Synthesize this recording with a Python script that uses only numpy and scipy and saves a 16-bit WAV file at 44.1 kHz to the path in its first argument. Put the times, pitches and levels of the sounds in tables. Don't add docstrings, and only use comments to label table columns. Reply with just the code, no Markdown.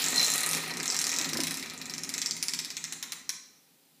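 import sys
import numpy as np
from scipy import signal
from scipy.fft import rfft, irfft, next_fast_len
from scipy.io import wavfile
from scipy.ndimage import uniform_filter1d

SR = 44100
rng = np.random.default_rng(int(sys.argv[2]) if len(sys.argv) > 2 else 0)


def waveform_to_disk(signal):
    frames = np.transpose(np.atleast_2d(signal))
    scaled = np.clip(frames, -1, 1) * 32767
    samples = np.round(scaled).astype(np.int16)
    wavfile.write(sys.argv[1], SR, samples)


N = 176400

# time in seconds, bearing whir in relative dB, board rumble in relative dB.
RUNNING_LEVELS = [(0, -41, -48), (.1, -39.5, -42), (.25, -38.5, -50), (.5, -40, -47), (.8, -42, -46),
                  (1.05, -44, -48.5), (1.24, -41.5, -44), (1.4, -58, -41), (1.55, -46.5, -47.5),
                  (1.8, -51.5, -48), (2.2, -52, -49.5), (2.5, -58.5, -52), (2.85, -59, -54),
                  (3.15, -60.5, -60), (3.4, -72, -62), (3.6, -77, -71.5), (4, -88, -69.5)]


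def undb(db):
    return 10 ** (np.asarray(db) / 20)


def unit(x):
    return x / np.sqrt(np.sum(x ** 2) + 1e-18)


def noise(size):
    return rng.standard_normal(size)


def curve(rows, column=1):
    rows = np.array(rows)
    return np.interp(np.arange(N) / SR, rows[:, 0], rows[:, column])


def across(hz, points):
    points = np.array(points, float)
    return np.interp(np.log(hz + 1), np.log(points[:, 0]), points[:, 1])


def colour(x, points, peaks=()):
    size = 2 * next_fast_len(len(x))
    hz = np.arange(size // 2 + 1) * SR / size
    peaks_db = sum(db / (1 + (2 * (hz - centre) / width) ** 2) for centre, width, db in peaks)
    gain = undb(across(hz, points) + peaks_db)
    cepstrum = irfft(np.log(gain / np.sqrt(np.mean(gain ** 2))))
    cepstrum[1:size // 2] *= 2
    cepstrum[size // 2 + 1:] = 0
    return irfft(rfft(x, size) * np.exp(rfft(cepstrum)))[:len(x)]


def wander(rate_hz):
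    step = max(int(SR / rate_hz), 1)
    smooth = uniform_filter1d(np.repeat(noise(N // step + 1), step), step)[:N]
    return smooth / smooth.std()


def add(out, start_s, x):
    i = max(int(start_s * SR), 0)
    out[i:i + len(x)] += x[:max(N - i, 0)]


def ring(x, modes, gain_db):
    t = np.arange(SR // 2) / SR
    response = np.zeros(len(t))
    for hz, db, t60_s in modes:
        tone = np.sin(2 * np.pi * (hz * t + rng.random()))
        response += undb(db) * unit(tone * np.exp(-np.log(1000) * t / t60_s))
    return undb(gain_db) * signal.fftconvolve(x, response)[:N]


def background():
    # frequency in Hz, relative level in dB.
    hiss_spectrum = [(18, -76), (30, -72.5), (148, -7), (263, -9.5), (292, -11), (455, -10), (747, -14),
                     (808, -13), (1170, -17), (15500, -14)]
    # frequency in Hz, RMS level in dB.
    hum_tones = [(296, -84), (528, -87.5), (797, -84)]
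    t = np.arange(N) / SR
    hum = sum(undb(db) * np.sqrt(2) * np.sin(2 * np.pi * hz * t) for hz, db in hum_tones)
    return colour(noise(N), hiss_spectrum) * undb(-64) + hum


def room_reverb(x):
    # frequency in Hz, relative level in dB.
    tail_spectrum = [(100, 0.5), (500, -3), (1000, 5), (2000, 1), (3200, 0), (4150, 0.5), (4750, -4),
                     (5900, -3.5), (7300, 5.5), (8400, 2), (9800, 1), (16000, -0.5)]
    # frequency in Hz, T60 in seconds.
    decay_times = [(100, 0.24), (1000, 0.6), (4000, 0.59), (6000, 0.67), (7200, 0.41), (9000, 0.45),
                   (11000, 0.3), (16000, 0.34)]
    build_s, gain_db = 0.014, -6.5
    hz, t, bins = signal.stft(noise(SR), SR)
    decay = np.exp(-np.log(1000) * t / across(hz, decay_times)[:, None])
    tail = signal.istft(bins * decay, SR)[1]
    tail *= 1 - np.exp(-np.arange(len(tail)) / SR / build_s)
    return undb(gain_db) * signal.fftconvolve(x, unit(colour(tail, tail_spectrum)))[:N]


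def board_rumble():
    # frequency in Hz, relative level in dB.
    spectrum = [(25, -21), (60, -24.5), (90, -14.5), (125, -8.5), (200, -4), (280, -5), (370, -7.5),
                (500, -18), (900, -35)]
    # centre in Hz, width in Hz, gain in dB.
    resonances = [(162.7, 9.2, 15), (240.6, 57, 6.5), (271.3, 18, 10), (373, 36, 4)]
    sway_db = 1.5 * wander(rate_hz=13)
    level_db = curve(RUNNING_LEVELS, column=2) - 1 + sway_db
    return colour(noise(N), spectrum, resonances) * undb(level_db)


def loose_ticks():
    # frequency in Hz, relative level in dB.
    spectrum = [(80, -32), (300, -2), (1000, -7.5), (2200, 11), (3200, -2), (6000, -2), (8500, -2),
                (15000, -25.5)]
    ticks_per_s, spread_db, decay_s, gain_db = 70, 9.5, 0.00098, -7.5
    t = np.arange(SR // 100) / SR
    onsets = rng.random(N) < ticks_per_s / SR
    taps = onsets * undb(spread_db * np.clip(noise(N), -2, 2))
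    bursts = signal.fftconvolve(taps, np.exp(-t / decay_s))[:N] * noise(N)
    return colour(bursts / bursts.std(), spectrum) * undb(curve(RUNNING_LEVELS) + gain_db)


def bearing_whir():
    # frequency in Hz, relative level in dB.
    spectrum = [(150, -25), (400, 6), (650, -1), (1000, -0.5), (1550, -1), (1950, 2), (2500, 7), (3100, -6),
                (4100, -10), (5000, -8), (8000, -15.5), (16000, -27.5)]
    # centre in Hz, width in Hz, gain in dB (negative for a notch).
    resonances = [(751, 83, 7), (956, 22, 10), (1263, 120, 11), (1831, 36, 13), (1925, 19, 16),
                  (2200, 56, -14.5), (4100, 200, 17.5)]
    flutter_db = 2 * wander(rate_hz=110)
    whir = colour(noise(N) * undb(flutter_db), spectrum, resonances)
    return whir * undb(curve(RUNNING_LEVELS) + 0.5)


def wheel_rub():
    # time in seconds, level in dB.
    levels = [(0, -29.5), (.14, -40), (.25, -33.5), (.42, -42), (.56, -45.5), (.65, -40), (.73, -57),
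              (.84, -52), (1.0, -53), (1.22, -52), (1.3, -64), (1.55, -65), (1.78, -70), (2.4, -56),
              (3.0, -59), (3.3, -72)]
    # frequency in Hz, relative level in dB.
    spectrum = [(1000, -21), (2000, 2), (3000, 3), (4200, 8.5), (5000, 4.5), (6500, -3.5), (8500, -6.5),
                (10000, -1.5), (12500, -5.5), (16000, -1)]
    grain_db = wander(rate_hz=600)
    return colour(noise(N) * undb(grain_db), spectrum) * undb(curve(levels))


def board_knocks():
    # start in seconds, level in dB, thud pitch in Hz.
    knocks = [(.125, -39.5, 261), (1.203, -41, 300), (1.218, -44, 204), (1.257, -46, 253),
              (1.323, -37.5, 335), (1.349, -32.5, 249), (1.358, -42, 373), (1.386, -33.5, 340)]
    # frequency in Hz, relative level in dB.
    rattle_spectrum = [(40, -17), (120, -10), (550, 10), (800, 0.5), (1300, 2), (2000, 6), (2800, -15),
                       (6000, -26)]
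    # frequency in Hz, relative level in dB, T60 in seconds.
    wood_modes = [(161.2, 1.5, 0.85), (328.7, -7.5, 0.16), (850, -9, 0.34), (985, -10, 0.36)]
    rise_s, rattle_db = 0.0052, -3.5
    out, t = np.zeros(N), np.arange(SR // 10) / SR
    envelope = t / rise_s * np.exp(1 - t / rise_s)
    for start_s, db, hz in knocks:
        thud = np.sin(2 * np.pi * hz * t)
        rattle = undb(rattle_db) * colour(noise(len(t)), rattle_spectrum)
        add(out, start_s, undb(db) * envelope * (thud + rattle))
    return out + ring(out, wood_modes, gain_db=-18)


def metal_squeaks():
    # centre in seconds, half length in seconds, level in dB.
    swells = [(0.167, 0.019, -29), (0.184, 0.005, -22.5), (0.204, 0.007, -19), (0.218, .007, -24),
              (0.233, 0.0047, -21.5), (0.245, 0.0069, -24), (0.332, 0.012, -33), (0.391, 0.0077, -34),
              (0.441, 0.0074, -29), (0.57, 0.0076, -37), (0.683, 0.0073, -41), (0.713, 0.0052, -34),
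              (1.02, 0.0062, -37), (1.253, .008, -37), (1.423, .008, -43)]
    t = np.arange(N) / SR
    envelope = sum(undb(db) * np.exp(-((t - centre_s) / half_s) ** 2) for centre_s, half_s, db in swells)
    roughness_db = 3 * wander(rate_hz=500)
    pitch_hz = 4126 * (1 + 0.01638 * wander(rate_hz=149.6))
    return envelope * undb(roughness_db) * np.sin(2 * np.pi * np.cumsum(pitch_hz) / SR)


def metal_ring(clicks):
    # frequency in Hz, relative level in dB, T60 in seconds.
    metal_modes = [(965, -6, .3), (1802, -7, .3), (1945, -6, .3), (2062, -11, .3), (3945, -6, .37),
                   (4135, 0, .25), (5438, -10, .28), (5713, -10, .35), (5870, -8, .4), (6180, -9, .35),
                   (6286, -8, .35), (6720, -7, .35), (7160, -7, .35), (7402, -7, .25)]
    return ring(clicks, metal_modes, gain_db=-36.5)


def pawl_hit(t, snap_hz, gains):
    # frequency in Hz, relative level in dB.
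    grit_spectrum = [(1500, -13.5), (3500, -3.5), (4700, -8.5), (5400, 17.5), (6500, -14.5), (7400, 14.5),
                     (8400, 2), (11000, -11.5), (16000, -20)]
    crack_spectrum = [(5000, -38), (8400, -1), (9400, 4.5), (11700, -3), (13500, -6.5), (16000, -14.5)]
    clack_spectrum = [(300, -31), (800, -12.5), (1500, -7), (2000, 1.5), (2500, 0), (3100, -6), (4050, 4.5),
                      (4600, -3), (6000, -14.5)]
    snap_s, grit_s, crack_s, clack_s = 0.00016, 0.00044, 0.0014, 0.0048
    glide_per_s = 430
    pitch_hz = snap_hz * (1 - glide_per_s * (t - 2 * snap_s))
    snap = t ** 2 * np.exp(-t / snap_s) * np.sin(2 * np.pi * np.cumsum(pitch_hz) / SR)
    parts = [unit(snap)]
    for decay_s, spectrum in (grit_s, grit_spectrum), (crack_s, crack_spectrum), (clack_s, clack_spectrum):
        burst = noise(len(t)) * np.exp(-t / decay_s)
        parts.append(unit(colour(burst, spectrum)))
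    return unit(gains @ np.array(parts))


def smear(hit, contacts):
    return unit(signal.fftconvolve(hit, contacts)[:len(hit)])


def pawl_clicks():
    # start in seconds, relative level in dB, snap pitch in Hz, crack and clack offsets in dB.
    clicks = [(0.0209, -22, 7700, -17, -18), (0.0412, -17, 7360, -24, -5.5), (0.0627, -18, 7000, -25, -27),
              (0.0843, -17.5, 7770, -29, -19), (0.104, -28.5, 6410, 1, 0), (0.1231, -24.5, 7200, -4, -2),
              (0.143, -22, 7300, -13, -2), (0.1604, -19, 7100, -3, -4), (0.1791, -18, 6000, -11, -12),
              (0.1957, -17, 6370, -17, -3), (0.214, -20, 6300, -4, 0), (0.2294, -17.5, 7150, -6, -5),
              (0.246, -16, 6850, -5, -21), (0.2643, -17.5, 7200, -22, -11.5),
              (0.2818, -19.5, 6660, -11, -7), (0.302, -18.5, 6760, -2, -15), (0.318, -20, 6500, -2, -9),
              (0.3376, -18, 7260, -2, -14), (0.3576, -27, 7360, 8.5, 2), (0.38, -21.5, 7800, 2.5, 0),
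              (0.406, -24, 7100, 3, 0), (0.4332, -25, 6360, 5.5, 4), (0.4624, -21, 7650, 4.5, -2.5),
              (0.4904, -22.5, 6200, 3.5, -7), (0.5122, -23.5, 6760, 5, -3.5), (0.532, -19.5, 6350, -1, -1),
              (0.5491, -20, 6200, -4, -8), (0.5702, -25, 6100, -1, 0), (0.6785, -36, 6170, 5, 7),
              (0.709, -28.5, 5400, -7, -7), (0.7382, -28.5, 5800, -8, -6), (0.7709, -26, 6400, -2.5, -6),
              (0.8013, -23, 5500, -27, -20), (0.8306, -22.5, 7700, -9, -4), (0.8573, -22.5, 7000, -6, -2),
              (0.879, -16.5, 6760, -22, -27), (0.9014, -15.5, 5740, -20, -11),
              (0.9227, -20.5, 5640, -10, -10), (0.945, -20.5, 5800, -13, -4),
              (0.9655, -17.5, 6150, -9, -11), (0.99, -16, 6400, -7, -7.5),
              (1.0149, -19.5, 6600, -3.5, -2.5), (1.0416, -17.5, 5500, -8, -8),
              (1.068, -18, 6950, -8.5, -5), (1.093, -18.5, 6340, -13, -5.5), (1.1171, -19, 6440, -17, -6.5),
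              (1.14, -20, 6440, -22, -7), (1.1633, -19.5, 5950, -17, -9), (1.1865, -16.5, 6380, -13, -4),
              (1.213, -20, 6400, -20, -3), (1.2445, -23.5, 6340, -17, 2.5), (1.2908, -26, 6340, -2, 2.5),
              (1.3328, -20.5, 5920, -6, -2), (1.3715, -20.5, 5460, -4, -6), (1.4038, -19, 5660, -5, -3),
              (1.4353, -19.5, 6050, -3, -3.5), (1.4701, -22.5, 6000, -1, 1), (1.5092, -25, 5800, 2, 0),
              (1.5421, -25, 5700, -3, -5.5), (1.5717, -27, 6500, -2, -3), (1.5965, -31.5, 6100, -6, 2.5),
              (1.627, -32, 5750, -18, 7), (1.66, -34, 6400, -15, 3.5), (1.6988, -29, 5600, -12, -2),
              (1.7361, -39, 5830, 2, 3.5), (1.7775, -31, 7300, -15, -18), (1.815, -30, 5570, -18, 2.5),
              (1.8566, -29.5, 7100, -10, -2), (1.8974, -25.5, 5400, -12, -5.5),
              (1.9377, -23.5, 6230, -18, -5), (1.981, -24.5, 5940, -9, -7), (2.0353, -22, 6500, -8.5, -7.5),
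              (2.092, -24.5, 5950, -1.5, -3), (2.1396, -20.5, 6100, -9, -4), (2.1799, -21, 6900, -14, -4),
              (2.2173, -17, 5640, -28, -8), (2.2605, -16, 5650, -16, -12.5), (2.31, -17, 5530, -31, -13),
              (2.3663, -29, 6340, -3.5, -1.5), (2.427, -17.5, 6000, -2, -5.5), (2.4835, -17, 5700, -6, -8),
              (2.5363, -18, 5270, -13, -8), (2.59, -19.5, 5700, -11, -4.5), (2.6479, -24.5, 5250, -7, -6),
              (2.7039, -26, 5940, -14, -2.5), (2.7681, -23, 6900, -18, -2.5), (2.841, -21, 6400, -28, -6.5),
              (2.924, -24, 6900, -7.5, -3), (3.0272, -24, 6500, -5.5, -1), (3.121, -24.5, 6130, -3, -0.5),
              (3.2927, -18, 6230, -6, -5)]
    chatter_db, bounce_db, lift_s, bounce_decay_s = -4.5, -5.5, 0.0095, 0.0037
    out, t = np.zeros(N), np.arange(SR // 30) / SR
    scrape = np.sin(np.pi * np.minimum(t / lift_s, 1))
    landing = np.exp(-t / bounce_decay_s)
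    for start_s, db, snap_hz, crack_db, clack_db in clicks:
        gains = undb([-4, -9, crack_db - 4.5, clack_db - 3])
        strength = undb(db) * np.linalg.norm(gains) * np.sqrt(SR / 1000)
        hit = pawl_hit(t, snap_hz, gains)
        chatter = smear(pawl_hit(t, snap_hz, gains), scrape * noise(len(t)))
        bounce = smear(pawl_hit(t, snap_hz, gains), landing * noise(len(t)))
        bounce_at_s = start_s + lift_s * np.exp(0.06 * rng.standard_normal())
        add(out, start_s, strength * (hit + undb(chatter_db) * chatter))
        add(out, bounce_at_s, strength * undb(bounce_db) * bounce)
    low_cut = signal.butter(3, 650, "high", fs=SR, output="sos")
    return signal.sosfilt(low_cut, out)


def scene():
    clicks, squeaks = pawl_clicks(), metal_squeaks()
    blows = clicks + loose_ticks() + board_knocks()
    running = board_rumble() + bearing_whir() + wheel_rub()
    reverb = room_reverb(blows + undb(-5) * squeaks)
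    return (background() + reverb + running + squeaks + metal_ring(clicks) + blows)[None]


def record(dry):
    cutoff_hz = 15250
    return signal.sosfilt(signal.ellip(10, .2, 70, cutoff_hz, fs=SR, output="sos"), dry)


dry = scene()
out = record(dry)
waveform_to_disk(out)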